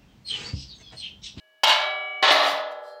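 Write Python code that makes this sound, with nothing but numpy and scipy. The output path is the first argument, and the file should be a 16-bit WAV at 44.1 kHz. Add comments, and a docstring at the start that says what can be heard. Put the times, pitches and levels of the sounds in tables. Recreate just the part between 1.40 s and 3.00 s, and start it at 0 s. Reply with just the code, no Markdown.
"""Sheet-metal cover set down on a steel tank

In a garage a cover clanks against the frame and rings on, then lands on the tank, rocks, scrapes and settles;
fingers brush it as they leave. Blows ring damped sines, noise shimmer and faint close modes; the tank adds low
modes and dull thuds, the rim bright noise. Under them lie a brief hum and garage hiss. A limiter holds clanks down.
"""
import sys
import numpy as np
from scipy import signal
from scipy.fft import rfft, irfft, next_fast_len
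from scipy.io import wavfile
from scipy.ndimage import uniform_filter1d, minimum_filter1d

SR = 44100
rng = np.random.default_rng(int(sys.argv[2]) if len(sys.argv) > 2 else 0)


def transcribe(u):
    """Save the signal u as a 16-bit wav file named by the first command-line argument.

    u: samples, shape (n,) or (channels, n), limited to [-1, 1]; the rate is SR.
    q: integer samples, one column per channel.
    """
    v = np.clip(np.atleast_2d(u).T, -1, 1)
    q = np.round(v * 32767).astype(np.int16)
    wavfile.write(sys.argv[1], SR, q)


N = 70560
TIME = np.arange(N) / SR  # s

# Garage hiss, spectrum shape: pitch_hz, density_db (per Hz, relative)
GARAGE_SPECTRUM = [(40, -42), (150, -13), (400, -2.5), (1000, -2), (2000, -8), (4000, -8), (8000, -20),
                   (16000, -18.5)]
GARAGE_DB = -72  # rms

# Soft low partials: pitch_hz, level_db (peak, before the fade)
HUM_PARTIALS = [(76, -59), (152, -65)]
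HUM_START_S, HUM_END_S, HUM_FADE_DB_PER_S = .275, .64, 32

# Dull bumps through the tank: start_s, level_db (before the envelope)
THUDS = [(0.237, -56.5), (0.827, -40.5), (.91, -65), (1.0, -45.5), (1.129, -44.5)]
THUD_HZ, THUD_T60_S = 164.3, 0.066

# Tank modes: pitch_hz
TANK_HZ = [287, 394, 468, 501, 545, 593, 614, 621, 632, 847]
# The same modes: level_db (relative), t60_s
TANK_MODES = [(-4, 0.71), (-34.5, 6.5), (-28, 4.8), (-19.5, 6), (-15, 0.12), (-12, 2.5), (-5, 2.5),
              (-1.5, 0.6), (0.5, 0.85), (-17, 2.25)]

# Fingers brushing the cover: start_s, length_s, tones_db, hiss_db
BRUSHES = [(1.306, 0.031, -71, -63.5), (1.414, 0.14, -53, -67.5)]
# Thin tones they wake: pitch_hz
THIN_HZ = [3219, 3601, 3978, 4204, 4576, 4727, 4899, 5087, 5313, 5895, 6977, 7434, 10691, 11687]
# The same tones: level_db (relative), t60_s
THIN_MODES = [(-3, 0.83), (-5, 0.39), (8, 0.31), (2.5, 1.1), (0, 0.55), (0, .4), (7, 0.18), (0, .4),
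              (-16, .4), (5, 0.17), (-5, .3), (-4, .3), (-5, 0.35), (-15, .3)]

# Bright chatter of rim on steel: time_s, level_db
SCRAPE_LEVEL = [(.233, -61), (0.237, -20.5), (0.249, -22), (0.26, -48.5), (.28, -27), (.33, -39),
                (.385, -50.5), (.42, -80), (0.825, -96.5), (.828, -40), (.87, -52), (.9, -68.5),
                (0.919, -26.5), (0.969, -39), (1.0, -42), (1.04, -43.5), (1.081, -38), (1.115, -41.5),
                (1.146, -48.5), (1.19, -57.5), (1.22, -64)]
# Its spectrum shape: pitch_hz, density_db (per Hz, relative)
GRIT_SPECTRUM = [(2940, -11.5), (5000, 10), (7380, -3), (8620, -4.5), (15200, -5.5), (16000, -16.5)]
GRIT_WIDTH_HZ, GRIT_SCATTER_DB = 60, 6  # spacing and spread of the random peaks

# Knocks on the frame while the cover hangs in the hand: start_s, level_db
KNOCKS = [(.2345, -19), (.241, -18), (.2687, -19.5), (.293, -16), (.3211, -22), (.358, -38.5), (.395, -37)]
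# Contacts as it lands and rocks: start_s, level_db, tank_level_db
LANDINGS = [(.8258, -18, -28.5), (.838, -19, -70), (.8758, -17.5, -42), (.905, -11.5, -15.5),
            (.955, -19.5, -33), (.98, -31, -47), (1.03, -26, -29.5), (1.08, -36.5, -26.5),
            (1.112, -37.5, -60), (1.14, -40.5, -37.5), (1.175, -49, -39), (1.197, -62, -30)]
REBOUND_DB = -6  # main modes in every blow after the first
CONTACT_T60_S, ATTACK_S, SWELL_S = 0.016, 0.00045, 0.0011  # rough push; rise constants of modes and shimmer

# Cover and frame ringing free: pitch_hz
HANGING_HZ = [398, 511, 594, 615, 739, 768, 846, 947, 996, 1027, 1167, 1351, 1393, 1448, 1674, 1997, 2083,
              2271, 2654, 2893, 2941, 3025, 3205, 3425, 3531, 3732, 3894, 4544, 5136, 5760, 6875]
# The same modes: level_db (relative to the blow), t60_s
HANGING_MODES = [(-13.5, 3.4), (-25.5, 2.4), (-2.5, 1.37), (-8, 1.264), (-17, 3), (-12.5, 1.51), (-19, 4.4),
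                 (0, 0.18), (7, 0.2), (-11, 0.67), (-12.5, 2.03), (-15.5, 1), (-5.5, 1.1), (-15.5, 0.78),
                 (-12.5, 1.23), (-13.5, 0.86), (-26.5, .25), (-13, 4.4), (-2.5, 0.34), (0, 0.44),
                 (-19, 3.25), (4.5, .4), (-7, 0.71), (-18, 1.17), (-36.5, 0.2), (-15.5, .4), (0.5, 0.66),
                 (-0.5, 0.33), (-25.5, 1.2), (-9, 0.28), (-12, 0.12)]
# Cover resting on its seat: pitch_hz
SEATED_HZ = [678, 770, 877, 1017, 1081, 1139, 1174, 1277, 1335, 1395, 1459, 1674, 1707, 1752, 1830, 2019,
             2268, 2652, 2880, 2941, 3203, 3418, 3596, 3908, 4134, 4285, 5050, 5566]
# The same modes: level_db (relative to the blow), t60_s
SEATED_MODES = [(-22, 0.71), (2, 1.3), (-11, 0.77), (-40, 3.3), (1, 0.25), (-10.5, 0.93), (-16.5, 1.23),
                (-10.5, 0.98), (-18.5, 2.15), (-12, 0.2), (-12, 1.2), (-19, 2.9), (-4, 0.9), (-19, 0.21),
                (-20, 1.5), (-11.5, 0.84), (-8, 0.87), (-8, 0.62), (-14.5, 0.6), (-3.5, 0.31), (-13, 0.95),
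                (-19, 0.29), (-21.5, 0.9), (-24, 0.35), (-26, 0.15), (-13.5, 0.53), (-13, 0.1), (-31, 0.1)]
SEATED_STOP_T60_S = 0.083  # how fast the free ring dies once the cover has landed

# Crowd of close sheet modes, hanging free: pitch_hz, density_db (per Hz, relative)
SHEET_FREE = [(88, -66), (150, -10), (514, -9), (601, 3), (941, -1.5), (1560, -2), (2980, -3.5), (3490, 5),
              (3770, 1.5), (16000, -45)]
# The same, seated: pitch_hz, density_db (per Hz, relative)
SHEET_SEATED = [(88, -32), (150, -14.5), (774, 2), (1420, -3.5), (1560, -9), (1760, -1), (2760, -6),
                (3620, -0.5), (8560, -33), (16000, -53.5)]
# Shimmer decay, hanging free: pitch_hz, t60_s
FREE_T60 = [(200, 0.1), (600, .7), (2000, 0.5), (5000, 0.36), (9000, 0.24), (15000, 0.45)]
# Shimmer decay, seated: pitch_hz, t60_s
SEATED_T60 = [(200, 0.65), (450, 0.64), (900, 0.88), (2000, 0.57), (5000, 0.53), (9000, 0.22),
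              (15000, 0.11)]
SHEET_FREE_DB, SHEET_SEATED_DB = 2.5, 1.5  # shimmer, relative to the blow
SHEET_WIDTH_HZ, SHEET_SCATTER_DB = 35, 4  # spacing and spread of its random peaks
CROWD_FREE_DB, CROWD_SEATED_DB, CROWD_SCATTER_DB = 9, 0.5, 6.5  # faint close modes
CROWD_LIFE = 0.57  # t60 of the faint modes over that of the shimmer

# Tones already lingering at the start: pitch_hz, level_db (rms, 1/7 s before the start)
LINGER = [(393, -78), (629.8, -64), (888, -85), (1163, -83), (1674, -63), (2272, -71), (2939, -67),
          (3898, -90)]
LINGER_T60_S = 20

LOW_CUT_HZ, TOP_HZ = 302, 16450
LIMIT_DB, RELEASE_DB_PER_S, LOOK_AHEAD_S = -5.5, 51, .002


def amp(db):
    """Decibels to linear gain."""
    return 10 ** (np.asarray(db) / 20)


def unit(x):
    """x scaled to rms 1."""
    return x / np.sqrt(np.mean(x ** 2) + 1e-20)


def along(points, hz):
    """Value at hz between (Hz, value) points on a log pitch axis."""
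    f, v = np.transpose(points)
    return np.interp(np.log(hz + 1), np.log(f + 1), v)


def filtered(x, response):
    """x times a response of frequency."""
    m = next_fast_len(N + SR // 2)  # padding for the filter's tail
    return irfft(rfft(x, m) * response(np.fft.rfftfreq(m, 1 / SR)), m)[:N]


def hiss(spectrum):
    """Coloured noise of rms 1."""
    return unit(filtered(rng.standard_normal(N), lambda hz: amp(along(spectrum, hz))))


def uneven(x, width_hz, scatter_db):
    """x through narrow random peaks and dips, drawn anew each time, rms 1."""
    knots = scatter_db * rng.standard_normal(1000)
    return unit(filtered(x, lambda hz: amp(np.interp(hz / width_hz, np.arange(1000), knots))))


def fade(t, t60):
    """Exponential decay, 60 dB down after t60 seconds."""
    return amp(-60 * t / np.maximum(t60, .002))


def table(hz, rest):
    """Pitches joined with their levels and decays."""
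    return np.column_stack([hz, rest])


def ring(modes, t):
    """Damped sines starting together with a soft attack."""
    hz, db, t60 = np.transpose(modes)[..., None]
    tones = amp(db) * fade(t, t60) * np.sin(2 * np.pi * hz * t)
    return (1 - np.exp(-t / ATTACK_S)) * np.sum(tones, axis=0)


def add_at(out, start_s, sound):
    """Mixes sound into the double-length out from start_s."""
    out[round(start_s * SR):][:N] += sound


def garage():
    """Steady coloured hiss of the garage."""
    return amp(GARAGE_DB) * hiss(GARAGE_SPECTRUM)


def hum():
    """Two soft low partials that swell, fade and stop."""
    on = 1.0 * (TIME > HUM_START_S) * (TIME < HUM_END_S)
    gate = uniform_filter1d(on, size=SR // 15)
    falling = amp(-HUM_FADE_DB_PER_S * (TIME - HUM_START_S))
    return gate * falling * sum(amp(db) * np.sin(2 * np.pi * hz * TIME) for hz, db in HUM_PARTIALS)


def thuds():
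    """Short low pushes: one quickly rising, quickly damped sine each."""
    out = np.zeros(N)
    for start_s, db in THUDS:
        t = np.maximum(TIME - start_s, 0)
        envelope = (1 - fade(t, THUD_T60_S / 3)) * fade(t, THUD_T60_S)
        out += amp(db) * envelope * np.sin(2 * np.pi * THUD_HZ * t)
    return out


def tank():
    """The landings pass into the tank's long low modes."""
    out, tones = np.zeros(2 * N), ring(table(TANK_HZ, TANK_MODES), TIME)
    for start_s, _, tank_db in LANDINGS:
        add_at(out, start_s, amp(tank_db) * tones)
    return out[:N]


def grit():
    """Bright noise with narrow random peaks and dips, drawn anew each time."""
    return uneven(hiss(GRIT_SPECTRUM), GRIT_WIDTH_HZ, GRIT_SCATTER_DB)


def brushes():
    """A light stroke swells thin tones with a little hiss."""
    out, thin = np.zeros(N), table(THIN_HZ, THIN_MODES)
    for start_s, length_s, tones_db, hiss_db in BRUSHES:
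        stroke = np.clip((TIME - start_s) / length_s, 0, 1)
        swell = np.sin(np.pi * stroke / 2) ** 2
        out += amp(tones_db) * swell * ring(thin, np.maximum(TIME - start_s, 0))
        out += amp(hiss_db) * np.sin(np.pi * stroke) * grit()
    return out


def scrape():
    """The rim chatters on steel after each clank and while it is shifted."""
    s, db = np.transpose(SCRAPE_LEVEL)
    return amp(np.interp(TIME, s, db, -120, -120)) * grit()


def shimmer(spectrum, t60):
    """Streaky noise in which each frequency dies at its own speed."""
    streaks = uneven(hiss(spectrum), SHEET_WIDTH_HZ, SHEET_SCATTER_DB)
    hz, t, z = signal.stft(streaks, SR, nperseg=256)
    dying = z * fade(t, along(t60, hz)[:, None])
    return signal.istft(dying, SR, nperseg=256)[1][:N]


def contacts(blows):
    """Each blow as a short rough push of unit energy times its level."""
    force = np.zeros(2 * N)
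    for start_s, db in blows:
        push = fade(TIME, CONTACT_T60_S) * rng.standard_normal(N)
        add_at(force, start_s, amp(db) * push / np.linalg.norm(push))
    return force[:N]


def crowd(spectrum, t60, count):
    """Many weak modes scattered over the band, start power 1."""
    jitter, scatter = rng.random(count), rng.standard_normal(count)
    hz = 300 + 9000 * ((np.arange(count) + jitter) / count) ** 1.5
    # modes lie wider apart higher up, so each carries more of the spectrum
    db = along(spectrum, hz) + 5 * np.log10(hz) + CROWD_SCATTER_DB * scatter
    db -= 10 * np.log10(np.sum(amp(2 * db)) / 2)
    return ring(np.transpose([hz, db, CROWD_LIFE * along(t60, hz)]), TIME)


def struck(blows, modes, sheet, t60, sheet_db, crowd_db):
    """Every blow rings the main modes, later ones less; its rough contact wakes weak modes and adds shimmer."""
    out, tones = np.zeros(2 * N), ring(modes, TIME)
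    for k, (start_s, db) in enumerate(blows):
        wash = amp(sheet_db) * (1 - np.exp(-TIME / SWELL_S)) * shimmer(sheet, t60)
        add_at(out, start_s, amp(db) * (amp(REBOUND_DB * (k > 0)) * tones + wash))
    weak = amp(crowd_db) * signal.fftconvolve(contacts(blows), crowd(sheet, t60, count=200))
    return out[:N] + weak[:N]


def cover():
    """The hanging sheet rings free until landing stops it, then the seated sheet rings with modes of its own."""
    stop = fade(np.maximum(TIME - LANDINGS[0][0], 0), SEATED_STOP_T60_S)
    hanging = table(HANGING_HZ, HANGING_MODES)
    free = struck(KNOCKS, hanging, SHEET_FREE, FREE_T60, SHEET_FREE_DB, CROWD_FREE_DB)
    lingering = [(hz, db, LINGER_T60_S) for hz, db in LINGER]
    linger = np.sqrt(2) * ring(lingering, TIME + 1 / 7)  # rms to peak; already under way
    landings = [row[:2] for row in LANDINGS]
    resting = table(SEATED_HZ, SEATED_MODES)
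    seated = struck(landings, resting, SHEET_SEATED, SEATED_T60, SHEET_SEATED_DB, CROWD_SEATED_DB)
    return stop * (free + linger) + seated


def low_cut(hz):
    """Fourth-order low cut: keeps the low end of the metal sounds thin."""
    ratio = 1j * hz / LOW_CUT_HZ
    return (ratio / (1 + ratio)) ** 4


def scene():
    """Background, tank, handling and cover mixed to one channel."""
    metal = filtered(cover() + tank(), low_cut)
    return (garage() + hum() + thuds() + brushes() + scrape() + metal)[None]


def record(dry):
    """A look-ahead limiter with a steady recovery, then the band limit."""
    over_db = np.maximum(20 * np.log10(np.abs(dry[0]) + 1e-9) - LIMIT_DB, 0)
    ahead = max(int(LOOK_AHEAD_S * SR), 2)
    held = -minimum_filter1d(-over_db, size=ahead, origin=-(ahead // 2))  # largest excess just ahead
    recovery = RELEASE_DB_PER_S * TIME
    cut_db = np.maximum.accumulate(held + recovery) - recovery
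    limited = dry[0] * amp(-uniform_filter1d(cut_db, size=64))
    return filtered(limited, lambda hz: hz < TOP_HZ)[None]


dry = scene()
out = record(dry)
transcribe(out)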